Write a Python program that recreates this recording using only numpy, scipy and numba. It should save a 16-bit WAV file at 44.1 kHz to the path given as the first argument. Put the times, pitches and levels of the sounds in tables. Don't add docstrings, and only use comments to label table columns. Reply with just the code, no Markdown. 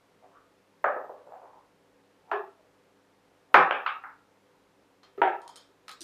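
import sys
import numpy as np
from scipy import signal
from scipy.fft import rfft, irfft, next_fast_len
from scipy.io import wavfile
from scipy.ndimage import uniform_filter1d
from numba import njit

SR = 44100
rng = np.random.default_rng(int(sys.argv[2]) if len(sys.argv) > 2 else 0)


def magnitude_from_level(level_db):
    exponent = np.asarray(level_db, float) / 20
    return 10 ** exponent


def unload_wav(signal):
    wavfile.write(
        sys.argv[1],
        SR,
        np.round(np.clip(np.atleast_2d(signal).T, -1, 1) * 32767).astype(np.int16),
    )


N = 266099
SPAN = 32768

# (frequency [Hz], density [dB per Hz])
AIR_COLOUR = [(71, -49.5), (120, -12), (166, -13), (188, -18), (288, -4), (360, -9), (498, -5.5),
              (586, -8.5), (994, -10), (1100, -11.5), (2430, -18.5), (13700, -35.5), (15400, -47.5)]
# (frequency [Hz], level [dB])
FRIDGE_LINES = [(199.2, -79.5), (279.9, -76), (393.0, -75), (446.8, -79.5), (495.3, -74.5), (543.7, -80.5),
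                (893.6, -85.5)]
# (frequency [Hz], width [Hz], level [dB])
HOUSE_RUMBLE = [(30, 30, -97.5), (50.35, 17, -88.5), (72, 30, -102), (105, 40, -93), (164.4, 19, -82)]
# (frequency [Hz], T60 [s])
ROOM_DECAY = [(100, 0.2), (250, 0.38), (500, 0.46), (1000, 0.42), (2000, 0.34), (4000, 0.23), (8000, 0.092),
              (14000, 0.14)]
# (full speed at [s], held [s], level [dB], resonance [Hz])
DRAGS = [(.24, 0.012, -58, 700), (.36, .02, -59, 1200), (1.16, 0.12, -52.5, 500), (1.27, 0.037, -50.5, 534),
         (1.32, 0.035, -48, 720), (1.39, 0.027, -52, 720), (1.45, .04, -54, 910), (1.54, 0.055, -56.5, 850),
         (2.3, .004, -55, 800), (2.56, 0.067, -64.5, 602), (3.53, .004, -55, 683.5),
         (5.45, 0.044, -54, 860), (5.569, 0.017, -61, 500)]

# its blows (time [s], peak [dB], contact [ms]),
# its colour (frequency [Hz], density [dB per Hz]), its resonances (frequency [Hz], width [Hz], level [dB]).
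HONEY_JAR = ([(0.841, -11.5, 4.5)], [(88, -62), (150, -37.5), (290, -25), (579, -1), (658, -4.5),
              (1230, -7), (1700, -8.5), (2540, -30.5), (7000, -78.5), (9100, -105), (15400, -120)],
              [(617, 30, -1.5), (705, 73, 5), (1258, 54, 13), (1710, 32, -1)])
JAR_WOBBLE = ([(0.961, -25, 4.9), (1.042, -36, 5.5), (1.093, -31.5, 8.5), (1.129, -58, 6.8),
               (1.271, -40, 5), (1.429, -42, 4.3)], [(120, -51), (200, -28.5), (447, -4), (490, -4),
               (728, -7), (843, -4), (1740, -27), (3000, -65), (3900, -67), (6600, -120)], [(510, 16, 0.12),
               (624, 40, 0), (695, 30, -1)])
JAR_LIFT = ([(2.314, -15, 3.34)], [(150, -64), (280, -35), (390, -10), (520, -24.5), (680, -9.5),
             (1000, -7.5), (1800, -18), (2100, -29), (2600, -26.5), (3600, -41), (5000, -54), (10000, -72),
             (14000, -110)], [(409, 35, 4), (670, 24, 0.5), (1345, 33, -4.5), (1702, 35, -1)])
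HEAVY_JAR = ([(3.542, -.6, 3.2)], [(120, -54.5), (200, -26.5), (379, -7), (430, -12), (486, -5.5),
              (602, -7.5), (772, -3.5), (1340, -2), (1750, -7.5), (2240, -11), (3200, -24.5), (8820, -60),
              (11300, -63), (12600, -73)], [(497, 40, -5), (838, 90, -2.5), (1020, 35, -2.5), (1282, 40, 2),
              (1530, 24, 2), (1820, 46, -4), (2410, 30, 1)])
BASE_EDGE = ([(3.709, -9, 1.15)], [(120, -58), (200, -28), (561, -1), (639, -2), (1430, -2.5), (1550, -2),
              (2110, -12.5), (2290, -7.5), (3080, -12), (4060, -37.5), (10000, -78), (13000, -103),
              (22000, -120)], [(791, 140, -7.5), (1220, 63, -1), (1594, 40, 15), (2310, 80, 1)])
JAR_ROCK = ([(3.861, -16, 5.5)], [(240, -62), (400, -29.5), (600, -20), (900, -6.5), (1300, -3.5),
             (1800, -12.5), (2700, -11.5), (4500, -32.5), (6000, -59.5), (8000, -68), (11000, -100)],
             [(1300, 270, -1.7), (1525, 30, -2)])
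JAR_SETTLE = ([(4.036, -30.5, 8.4)], [(240, -62), (400, -34), (693, -19), (770, -7.5), (1120, -10),
               (1310, -2.5), (2140, -18), (4000, -68), (5200, -81.5), (8800, -120)], [(780, 40, -24),
               (1400, 12.2, 3.5)])
SOFT_TOUCH = ([(5.176, -29.5, 14)], [(59, -62), (100, -25.5), (167, -26), (415, -5), (1060, -30.5),
               (1270, -13.5), (1520, -40), (1690, -26), (7000, -60.5), (9100, -96.5), (15400, -120)],
               [(400, 32, 3), (1280, 66, -12)])
CANISTER_LANDING = ([(5.216, -7, 3.49), (5.2755, -22, 1.5)], [(90, -71), (200, -43), (360, -8), (560, -12),
                     (850, -1), (1080, -20.5), (1330, -8.5), (1800, -13.5), (2600, -23.5), (3300, -29),
                     (4300, -49), (6000, -72), (9000, -100)], [(370, 110, 1.7), (670, 20, 5.1),
                     (771, 36, 2.7), (895, 6.2, 6.5), (944, 6.4, 24), (1338, 18, 5)])
GLASS_NUDGE = ([(5.031, -47, 5.6)], [(350, -34), (600, -6.5), (818, -10.5), (1230, -4.5), (1560, -11.5),
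                (2020, -12.5), (2540, -17), (4230, -13), (15000, -48)], [(1240, 32, -9), (3160, 28, 11),
                (4190, 37, 7)])
LID_CHATTER = ([(5.4171, -50, 1.2), (5.4779, -38.5, 1.2), (5.5578, -37, 1.2), (5.5624, -39, 2)],
                [(400, -44), (600, -25), (1300, -2), (2200, -11), (2950, -15.5), (3250, -6.5), (4100, -1.5),
                (7000, -13.5), (10400, -15), (15400, -32)], [(3140, 80, 8), (5270, 170, -5), (6800, 190, 2),
                (8500, 610, 1.5), (10300, 400, -10)])
JAR_CLINK = ([(5.8803, -32, 3.7), (5.892, -33.5, 3)], [(350, -25), (600, -12), (900, -5), (1270, -1),
              (1600, -4.5), (2400, -6), (4200, -9.5), (7000, -18.5), (11800, -23), (15400, -45)],
              [(1283, 46, 6), (4080, 119, 3), (5190, 110, 3), (10700, 140, -1)])
GLASS_RATTLE = ([(6.0064, -34.5, 2), (6.0124, -33, 0.31), (6.0162, -31, 1.2)], [(120, -28), (200, -19),
                 (315, 3), (811, -21), (1280, -18), (1450, -10), (2210, -15.5), (3740, -0.5), (6000, -4),
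                 (7740, -9), (8480, -1), (15400, -28)], [(328, 43, 12), (4930, 53, 12), (5860, 34, 16),
                 (8950, 170, -8), (10700, 44, -21.5)])
COUNTER_BOOM = ([(3.552, -39, 35.7), (5.18, -57, 30)], [(35, -62.5), (60, -31.5), (97, -10), (135, -13.5),
                 (167, 5.5), (210, -10), (260, -3.5), (340, -31.5), (570, -120)], [(101, 14, 0),
                 (167, 14, 0.0031)])
SHARP_TICK = ([(5.2764, -59, 1), (5.914, -36.5, 1)], [(2350, -41), (4000, 0), (5740, -18.5), (6650, -12),
               (10900, -24), (11800, -22.5), (15400, -31)], [(8700, 300, 6)])
# (resonance level [dB], room share [dB], decay stretch [ratio])
OBJECT_PLACES = [(-10, 3, 1.15), (2, 0, 0.91), (6, 4.5, 0.83), (-2.5, 3.5, 1.01), (-14.5, 1, 1.17),
                 (3.5, 6.5, 0.83), (-2, 5, 0.81), (7.5, 2.5, 1.5), (0, 2.5, 0.92), (3.5, 6, 0.81),
                 (8, 2.5, 1.2), (2, 0.5, 0.7), (-4, 2.5, 1.01), (-0.5, 0.5, 0.63), (-2, 4, .9)]

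# (start [s], end [s], frequency [Hz], width [Hz], level [dB])
SINGING_WALLS = [
    (.95, 1.5, 10940, 300, -96),
    (1.27, 1.43, 7520, 199, -88),
    (3.541, 3.576, 10700, 505.5, -58.5),
    (3.76, 3.78, 10700, 299.5, -80),
]
# (frequency [Hz], density [dB])
TOP_HISS_COLOUR = [(12000, -58.5), (12350, -0.5), (14000, -1), (15300, -8), (15600, -59.5)]


def shape(points, count):
    hz, db = np.transpose(points)
    bins_hz = np.arange(count // 2 + 1) * SR / count
    return magnitude_from_level(np.interp(np.log(bins_hz + 1), np.log(hz), db))


def coloured_noise(points):
    count = next_fast_len(N)
    white = rfft(rng.standard_normal(count))
    return irfft(white * shape(points, count), count)[:N]


def causal(gain):
    cepstrum = irfft(np.log(gain))
    half = len(cepstrum) // 2
    cepstrum[1:half] *= 2
    cepstrum[half + 1:] = 0
    return np.exp(rfft(cepstrum))


def even(x, smooth_hz):
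    spectrum = rfft(x, SPAN)
    power = uniform_filter1d(np.abs(spectrum) ** 2, max(int(smooth_hz * SPAN / SR), 1))
    return spectrum / causal(np.sqrt(power) + 1e-9)


def level(x, db):
    return x * magnitude_from_level(db) / np.sqrt(np.mean(x ** 2))


@njit
def moving_band(x, hz, width):
    y, band_state, low_state = np.empty(len(x)), 0., 0.
    for i in range(len(x)):
        g = np.tan(np.pi * hz[i] / SR)
        k = width[i] / hz[i]
        v = (band_state + g * (x[i] - low_state)) / (1 + g * (g + k))
        band_state = 2 * v - band_state
        low_state = low_state + 2 * g * v
        y[i] = k * v
    return y


def band(x, hz, width):
    g = np.tan(np.pi * hz / SR)
    k = g * width / hz
    a0 = 1 + k + g * g
    section = np.array([k, 0, -k, a0, 2 * (g * g - 1), 1 - k + g * g]) / a0
    return signal.sosfilt([section] * 2, x)


def noise_band(hz, width, db):
    return level(band(rng.standard_normal(N), hz, width), db)


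def walk(rate):
    hold = int(SR / rate)
    steps = np.repeat(rng.standard_normal(N // hold + 1), hold)
    return 0.26 * uniform_filter1d(uniform_filter1d(steps, hold), hold)[:N]


def air():
    hiss = level(coloured_noise(AIR_COLOUR), -66.5) * magnitude_from_level(0.93 * walk(11.0))
    fridge = sum(noise_band(hz, 16, db) * magnitude_from_level(3.0 * walk(3)) for hz, db in FRIDGE_LINES)
    rumble = sum(noise_band(hz, width, db) for hz, width, db in HOUSE_RUMBLE)
    t = np.arange(N) / SR
    mains = level(np.sin(2 * np.pi * 100.4 * t + 0.9 * walk(3.0)), -81.5)
    return hiss + fridge + rumble + mains


def kitchen(room_db, stretch):
    rise_s, end_s = 0.0006, 0.39
    wall_s, wall_db = .0175, -12
    t = np.arange(SPAN // 2) / SR
    hz, t60 = np.transpose(ROOM_DECAY)
    noise = rng.standard_normal(len(t)) * magnitude_from_level(2.0 * walk(250)[:len(t)])
    tail = 0
    for centre in 70 * 2 ** np.arange(0, 8, .5):
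        band_t60 = np.interp(np.log(centre), np.log(hz), 1.053 * stretch * t60)
        tail = tail + band(noise, centre, centre / 2) * magnitude_from_level(-60 * t / band_t60)
    tail *= (1 - np.exp(-t / rise_s)) * np.exp(-(t / end_s) ** 2 * 2.85)
    response = tail * magnitude_from_level(room_db) / np.linalg.norm(tail)
    response[0] += 1
    response[int(wall_s * SR)] += magnitude_from_level(wall_db)
    return even(response, 90)


def slides():
    speed_up, slow_down = 330, 449.5
    climb = 900
    upper_db = -9
    t = np.arange(N) / SR
    start, held, top_db, low_hz = np.transpose(DRAGS)
    clicks = rng.standard_normal(N) * (rng.random(N) < 350 / SR)
    clicks = clicks * magnitude_from_level(3.1 * walk(30.03))

    times = np.ravel([start, start + held], "F")
    hz = np.interp(t, times, np.ravel([low_hz, low_hz + climb * held], "F"))
    body = clicks
    for relative_width in (.5, 0.26, 1.3):
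        body = moving_band(body, hz, relative_width * hz)
    body = level(body, -0.59)
    upper = level(band(band(clicks, 580, 540), 1150, 1200), -.5)

    efforts = []
    for s, hold, db in zip(start, held, top_db):
        before = np.maximum(s - t, 0)
        after = np.maximum(t - s - hold, 0)
        efforts.append(db - speed_up * before - slow_down * after)
    scrape = magnitude_from_level(np.max(efforts, axis=0)) * (body + magnitude_from_level(upper_db) * upper)
    return signal.fftconvolve(scrape, irfft(kitchen(0.64, 0.64)))[:N]


def burst(ms):
    x = np.arange(8192) * 1000 / SR / max(ms, .2)
    return even(rng.standard_normal(len(x)) * np.sqrt(x) * np.exp(-2 * x), 30)


def knock(blows, colour, modes, ring_db, room_db, stretch):
    scatter_ms = 2.4
    t = np.arange(SPAN) / SR
    ring = 0
    for hz, width, db in modes:
        ring = ring + magnitude_from_level(db) * width * np.exp(-np.pi * width * t) * np.cos(2 * np.pi * hz * t)
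    body = causal(shape(colour, SPAN)) * (1 + magnitude_from_level(ring_db) * rfft(ring) * 2 * np.pi / SR)
    out = np.zeros(N + SPAN)
    for s, peak_db, contact_ms in blows:
        scatter = burst(min(scatter_ms, contact_ms))
        sound = irfft(burst(contact_ms) * scatter * body * kitchen(room_db, stretch))
        i = int(s * SR)
        out[i:i + SPAN] += sound * magnitude_from_level(peak_db) / np.abs(sound).max()
    return out[:N]


def singing():
    t, out = np.arange(N) / SR, 0
    for start, end, hz, width, db in SINGING_WALLS:
        fade = np.interp(t, [start - .002, start, end, end + .03], [0.0098, 1, 0.39, 0.01])
        out = out + fade * noise_band(hz, width, db)
    return out * magnitude_from_level(4.0 * walk(30))


def scene():
    objects = (HONEY_JAR, JAR_WOBBLE, JAR_LIFT, HEAVY_JAR, BASE_EDGE, JAR_ROCK, JAR_SETTLE, SOFT_TOUCH,
               CANISTER_LANDING, GLASS_NUDGE, LID_CHATTER, JAR_CLINK, GLASS_RATTLE, COUNTER_BOOM, SHARP_TICK)
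    knocks = sum(knock(*thing, *place) for thing, place in zip(objects, OBJECT_PLACES))
    return (knocks + slides() + singing() + air())[None]


def band_limit(x):
    return signal.sosfilt(signal.butter(12, 15600, fs=SR, output="sos"), x)


def record(dry):
    loud_db = 10 * np.log10(uniform_filter1d(dry[0] ** 2, 1500) + 1e-12)
    gate = 1 / (1.0 + np.exp((-47.5 - loud_db) / 3))
    hiss = level(coloured_noise(TOP_HISS_COLOUR), -81)
    top_cut = signal.ellip(8, .2, 60, 15450, fs=SR, output="sos")
    mix = signal.sosfilt(top_cut, dry + gate * hiss)
    return band_limit(mix)


dry = scene()
out = record(dry)
unload_wav(out)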